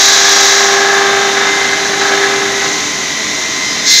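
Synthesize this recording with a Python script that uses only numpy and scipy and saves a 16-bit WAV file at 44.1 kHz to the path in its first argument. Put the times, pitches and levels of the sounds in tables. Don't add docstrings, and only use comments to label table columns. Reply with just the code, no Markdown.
import sys
import numpy as np
from scipy import signal
from scipy.fft import rfft, irfft
from scipy.io import wavfile
from scipy.ndimage import map_coordinates

SR = 44100
rng = np.random.default_rng(int(sys.argv[2]) if len(sys.argv) > 2 else 0)


def transcribe(u):
    v = np.clip(np.atleast_2d(u).T, -1, 1)
    q = np.round(v * 32767).astype(np.int16)
    wavfile.write(sys.argv[1], SR, q)


N = 176400
TIME = np.arange(N) / SR
WHEEL_HZ, SPINDLE_HZ = 24.815, 43.075
LIFT_S = 2.79

# freq_hz, level_db
GRIND_COLOUR = [(120,-39),(250,-15),(450,-8.5),(580,-6),(740,-1.5),(920,-5.5),(1200,-4),(1400,-3.5),(1660,3),(1900,-4),(2100,-3.5),(2500,-9.5),(4000,-8.5),(7000,-24.5),(9000,-56)]
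# freq_hz, level_db
SLAB_COLOUR = [(1200,-38),(1540,-0.5),(1670,6),(1810,-4),(2200,-57)]
# time_s, gain_db
BED_FADER = [(0,-4),(1,0),(2.3,1.5),(3,-0.5),(3.85,-1.5),(3.92,-8),(4,-8)]


def wheel():
    # time_s, level_db
    pressure = [(0,-16),(.13,-13.5),(.7,-12.5),(1,-12),(1.27,-14),(1.335,-17),(1.375,-12),(1.49,-13),(1.515,-18.5),(1.59,-16),(1.74,-17.5),(1.915,-18.5),(1.99,-18),(2.02,-14.5),(2.17,-13),(2.195,-15),(2.24,-14),(2.34,-15),(2.38,-19.5),(2.42,-16),(2.59,-21.5),(2.62,-16),(2.74,-22.5),(2.85,-27)]
    # time_s, level_db
    slab_level = [(0,-19.5),(.75,-19),(1.15,-22.5),(1.48,-25),(1.53,-26),(1.98,-37),(2.03,-19),(2.25,-28),(2.85,-42)]
    # time_s, level_db
    hum_level = [(0,-28),(.3,-21),(.5,-22),(.65,-17.5),(1.05,-16.7),(1.8,-25),(2.2,-17.5),(2.73,-25.5),(2.85,-44)]
    # order, level_db (even contact), level_db (bumpy)
    orders = [20, 28, 30, 32, 36, 42, 44, 46, 48, 52, 60, 62, 64, 66, 68, 74, 82]
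    even_levels = [-13.5, -7, -15, 2, -12, -9, -5, -15, -3, -2, -7.5, -7, 1, -9, -1.5, -8, -6]
    bumpy_levels = [-10, -19, -6, -1, -31, -11, -13, -29, -15, -2.5, -5.5, -28, -12, -4.5, -2, -13, -6]
    bumpy_from_s, blend_s, lift_db_per_s, shake_above_hz = 1.16, 0.36, 53, 1400

    turns = WHEEL_HZ * TIME + 0.0016 * wander(3.7)
    strike_turns = turns - 0.07
    bumpy = np.clip((TIME - bumpy_from_s) / blend_s, 0, 1)
    shake = (1 - bumpy) * throb(turns, peak=0.58, depth_db=6)
    shake += bumpy * throb(turns, peak=0.05, depth_db=6)
    surge = throb(turns, peak=0.2, depth_db=3.5)
    growl = np.zeros(N)
    for order, even_db, bumpy_db in zip(orders, even_levels, bumpy_levels):
        gain = amp(even_db + bumpy * (bumpy_db - even_db))
        pulse = np.sqrt(shake) if order * WHEEL_HZ > shake_above_hz else surge
        partial = tone(order * strike_turns, waver_db=1.3, slip_rad=0.14, rate_hz=5, scatter=0.55)
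        growl += gain * pulse * partial
    swing = 0.29 * (1 - 0.11 * bumpy) * np.cos(2 * np.pi * 2 * strike_turns)
    chatter = unit((1 + swing) * amp(bumpy * wander(25)))
    rattle = amp(-5) * tool_face(turns, WHEEL_HZ, GRIND_COLOUR, wear=0.46)
    grit = amp(-6.5) * noise(GRIND_COLOUR)
    grinding = amp(curve(pressure)) * (amp(-3) * unit(growl) + chatter * (rattle + grit))
    resonance = tool_face(turns, WHEEL_HZ, SLAB_COLOUR, wear=0.74, count=30)
    slab = amp(curve(slab_level)) * unit(shake * resonance)
    hum = amp(curve(hum_level)) * tone(16 * turns, waver_db=0.6, slip_rad=0.07, rate_hz=6)
    lift = amp(-lift_db_per_s * np.maximum(TIME - LIFT_S, 0))
    return lift * (grinding + slab + hum)


def knocks():
    # start_s, level_db
    bumps = [(1.367,-19),(1.568,-22),(1.643,-16),(1.725,-15),(1.772,-18),(1.85,-22.5),(1.93,-12.5),(2.012,-15.5),(2.234,-14.5)]
    rise_s = 0.006
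    envelope = np.zeros(N)
    for start_s, level_db in bumps:
        age = np.maximum(TIME - start_s, 0) / rise_s
        envelope += amp(level_db) * age * np.exp(1 - age)
    return envelope * (noise(SLAB_COLOUR) + amp(-4) * noise(GRIND_COLOUR))


def spindle():
    # time_s, level_db
    pressure = [(0.0, -8.5), (0.02, -7.5), (0.22, -9.5), (0.51, -9.5), (0.9, -17), (1.98, -19),
                (2.02, -17.5), (2.53, -19.5), (2.63, -17), (3.02, -19.5), (3.84, -18), (3.88, -10),
                (3.93, -8.5), (4.0, -9)]
    # freq_hz, level_db
    rasp_colour = [(300,-34),(1300,-19.5),(1950,-1.5),(2400,-8.5),(3000,-11),(3500,-3.5),(4000,0),(4450,-5.5),(5200,-3),(5900,1),(6550,1),(7200,-6.5),(7700,-13.5),(8300,-24),(10000,-33.5)]
    # time_s, level_db
    sing_level = [(0,-23),(1.44,-33),(1.48,-17.5),(1.62,-19),(1.75,-21),(1.82,-28.5),(2.3,-26),(3.3,-27.5),(3.36,-25),(3.45,-22.5),(3.51,-29),(3.57,-23),(3.65,-22),(3.7,-26),(3.83,-33),(3.88,-19),(4,-16)]
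    # time_s, level_db
    squeal_level = [(3.3,-48),(3.66,-34),(3.72,-21),(3.76,-37),(3.8,-26),(3.85,-36)]
    # time_s, level_db
    ring_level = [(0,-49),(.8,-29),(1.25,-24.5),(1.55,-26),(1.9,-36),(2.2,-24),(2.6,-36),(4,-33)]
    # order, level_db (first pass), level_db (final bite)
    orders = [39, 78, 83, 88, 90, 92, 98, 107, 113, 118, 129, 131, 145, 149, 157, 165, 173]
    first_levels = [-14, -9.5, -11.5, -11, -5, -10, -7, -9.5, -10, -11, -10.5, -4.5, -8, -10, -17, -15,
                    -17.5]
    bite_levels = [-10, -9.5, -4, -6, -7, -1, 1.5, -4, -7, -3, 0, -14, -6, -0.5, -12, -6, -13]
    ring_hz, bite_from_s, heavy_db = 3639, 3, -9

    turns = SPINDLE_HZ * TIME + 0.002 * wander(1.99)
    pressure_db = curve(pressure)
    buzz = amp(-5) * tool_face(turns, SPINDLE_HZ, rasp_colour, wear=0.94)
    scrape = amp(-1.5) * noise(rasp_colour)
    sing = amp(curve(sing_level)) * tone(48 * turns, waver_db=1.5, slip_rad=0.36, rate_hz=13)
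    squeal = amp(curve(squeal_level)) * tone(117 * turns, waver_db=2, slip_rad=1.4, rate_hz=30)
    screech = np.zeros(N)
    for order, first_db, bite_db in zip(orders, first_levels, bite_levels):
        gain = amp(np.where(TIME < bite_from_s, first_db, bite_db))
        screech += gain * tone(order * turns, waver_db=2.2, slip_rad=0.9, rate_hz=20)
    screech *= amp(-16 + 2.21 * (pressure_db - heavy_db))
    ring = amp(curve(ring_level)) * tone(ring_hz * TIME, waver_db=1.5, slip_rad=0.21, rate_hz=15)
    return amp(pressure_db) * (buzz + scrape) + sing + squeal + screech + ring


def drive_whine():
    # order, level_db
    orders = [3, 5, 7, 9, 10, 15, 24, 45, 46, 53, 72, 91, 96, 142, 157]
    levels = [-48, -41.5, -34, -36, -36.5, -39, -33, -29, -32, -37.5, -35.5, -35, -40, -42, -41]
    whistle_orders = (45, 46)
    damping_db = 12 * np.clip(1 - TIME / LIFT_S, 0, 1)
    whine = np.zeros(N)
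    for order, level_db in zip(orders, levels):
        gain = amp(level_db - damping_db * (order in whistle_orders))
        whine += gain * tone(order * SPINDLE_HZ * TIME, waver_db=2.5, slip_rad=0.29, rate_hz=3.3)
    return amp(curve(BED_FADER)) * whine


def spray():
    # freq_hz, level_db
    hiss_colour = [(300,-8.5),(600,8.5),(1000,9.5),(1400,9),(2000,11.5),(2700,6.5),(4000,6),(6500,-11),(8200,-9),(10000,-11),(13000,-19),(15500,-90)]
    return amp(curve(BED_FADER) - 21.5 + 0.34 * wander(25)) * noise(hiss_colour)


def rumble():
    # freq_hz, level_db
    rumble_colour = [(15,-29),(42,-28),(75,-7),(105,-7.5),(140,-1.5),(190,-1.5),(250,4.5),(370,0.5),(520,-6.5),(1000,-45)]
    # time_s, level_db
    rumble_level = [(0,-36),(1,-31),(2.3,-28.5),(3,-29.5),(3.84,-29),(4,-38)]
    return amp(curve(rumble_level)) * noise(rumble_colour)


def tool_face(turns, turn_hz, spectrum, wear, count=14, size=8192):
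    hz = np.arange(size // 2 + 1) * turn_hz
    lasting = np.exp(2j * np.pi * rng.random(len(hz)))
    real, imag = rng.standard_normal((2, count, len(hz)))
    faces = irfft((lasting + wear * (real + 1j * imag)) * colour(spectrum, hz) * (hz > 0), size)
    path = [np.linspace(0, count - 1, N), turns % 1 * size]
    return unit(map_coordinates(faces, path, order=1, mode="grid-wrap"))


def throb(turns, peak, depth_db):
    return unit(amp(depth_db * np.cos(2 * np.pi * (turns - peak))))


def tone(cycles, waver_db, slip_rad, rate_hz, scatter=1):
    phase = 2 * np.pi * (cycles + scatter * rng.random()) + slip_rad * wander(rate_hz)
    return unit(np.sin(phase) * amp(waver_db * wander(rate_hz)))


def wander(rate_hz):
    hz = np.arange(400) * SR / N
    bins = rng.standard_normal(len(hz)) + 1j * rng.standard_normal(len(hz))
    return unit(irfft(bins * (hz > 0) / (1 + (hz / rate_hz) ** 2), N))


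def noise(spectrum):
    white = rfft(rng.standard_normal(N))
    return unit(irfft(white * colour(spectrum, np.fft.rfftfreq(N, 1 / SR)), N))


def colour(spectrum, hz):
    freq_hz, level_db = np.transpose(spectrum)
    return amp(np.interp(np.log(hz + 1), np.log(freq_hz + 1), level_db))


def curve(points):
    return np.interp(TIME, *np.transpose(points))


def amp(db):
    return 10 ** (np.asarray(db) / 20)


def unit(x):
    return x / np.sqrt(np.mean(x ** 2) + 1e-20)


def scene():
    return np.tile(wheel() + knocks() + spindle() + drive_whine() + spray() + rumble(), (2, 1))


def record(dry):
    trim_db, ceiling, cutoff_hz = -0.52, 0.96, 15600
    clipped = np.clip(amp(trim_db) * dry, -ceiling, ceiling)
    low_pass = signal.firwin(511, cutoff_hz, window=("kaiser", 8), fs=SR)
    return signal.oaconvolve(clipped, low_pass[None], "same")


dry = scene()
out = record(dry)
transcribe(out)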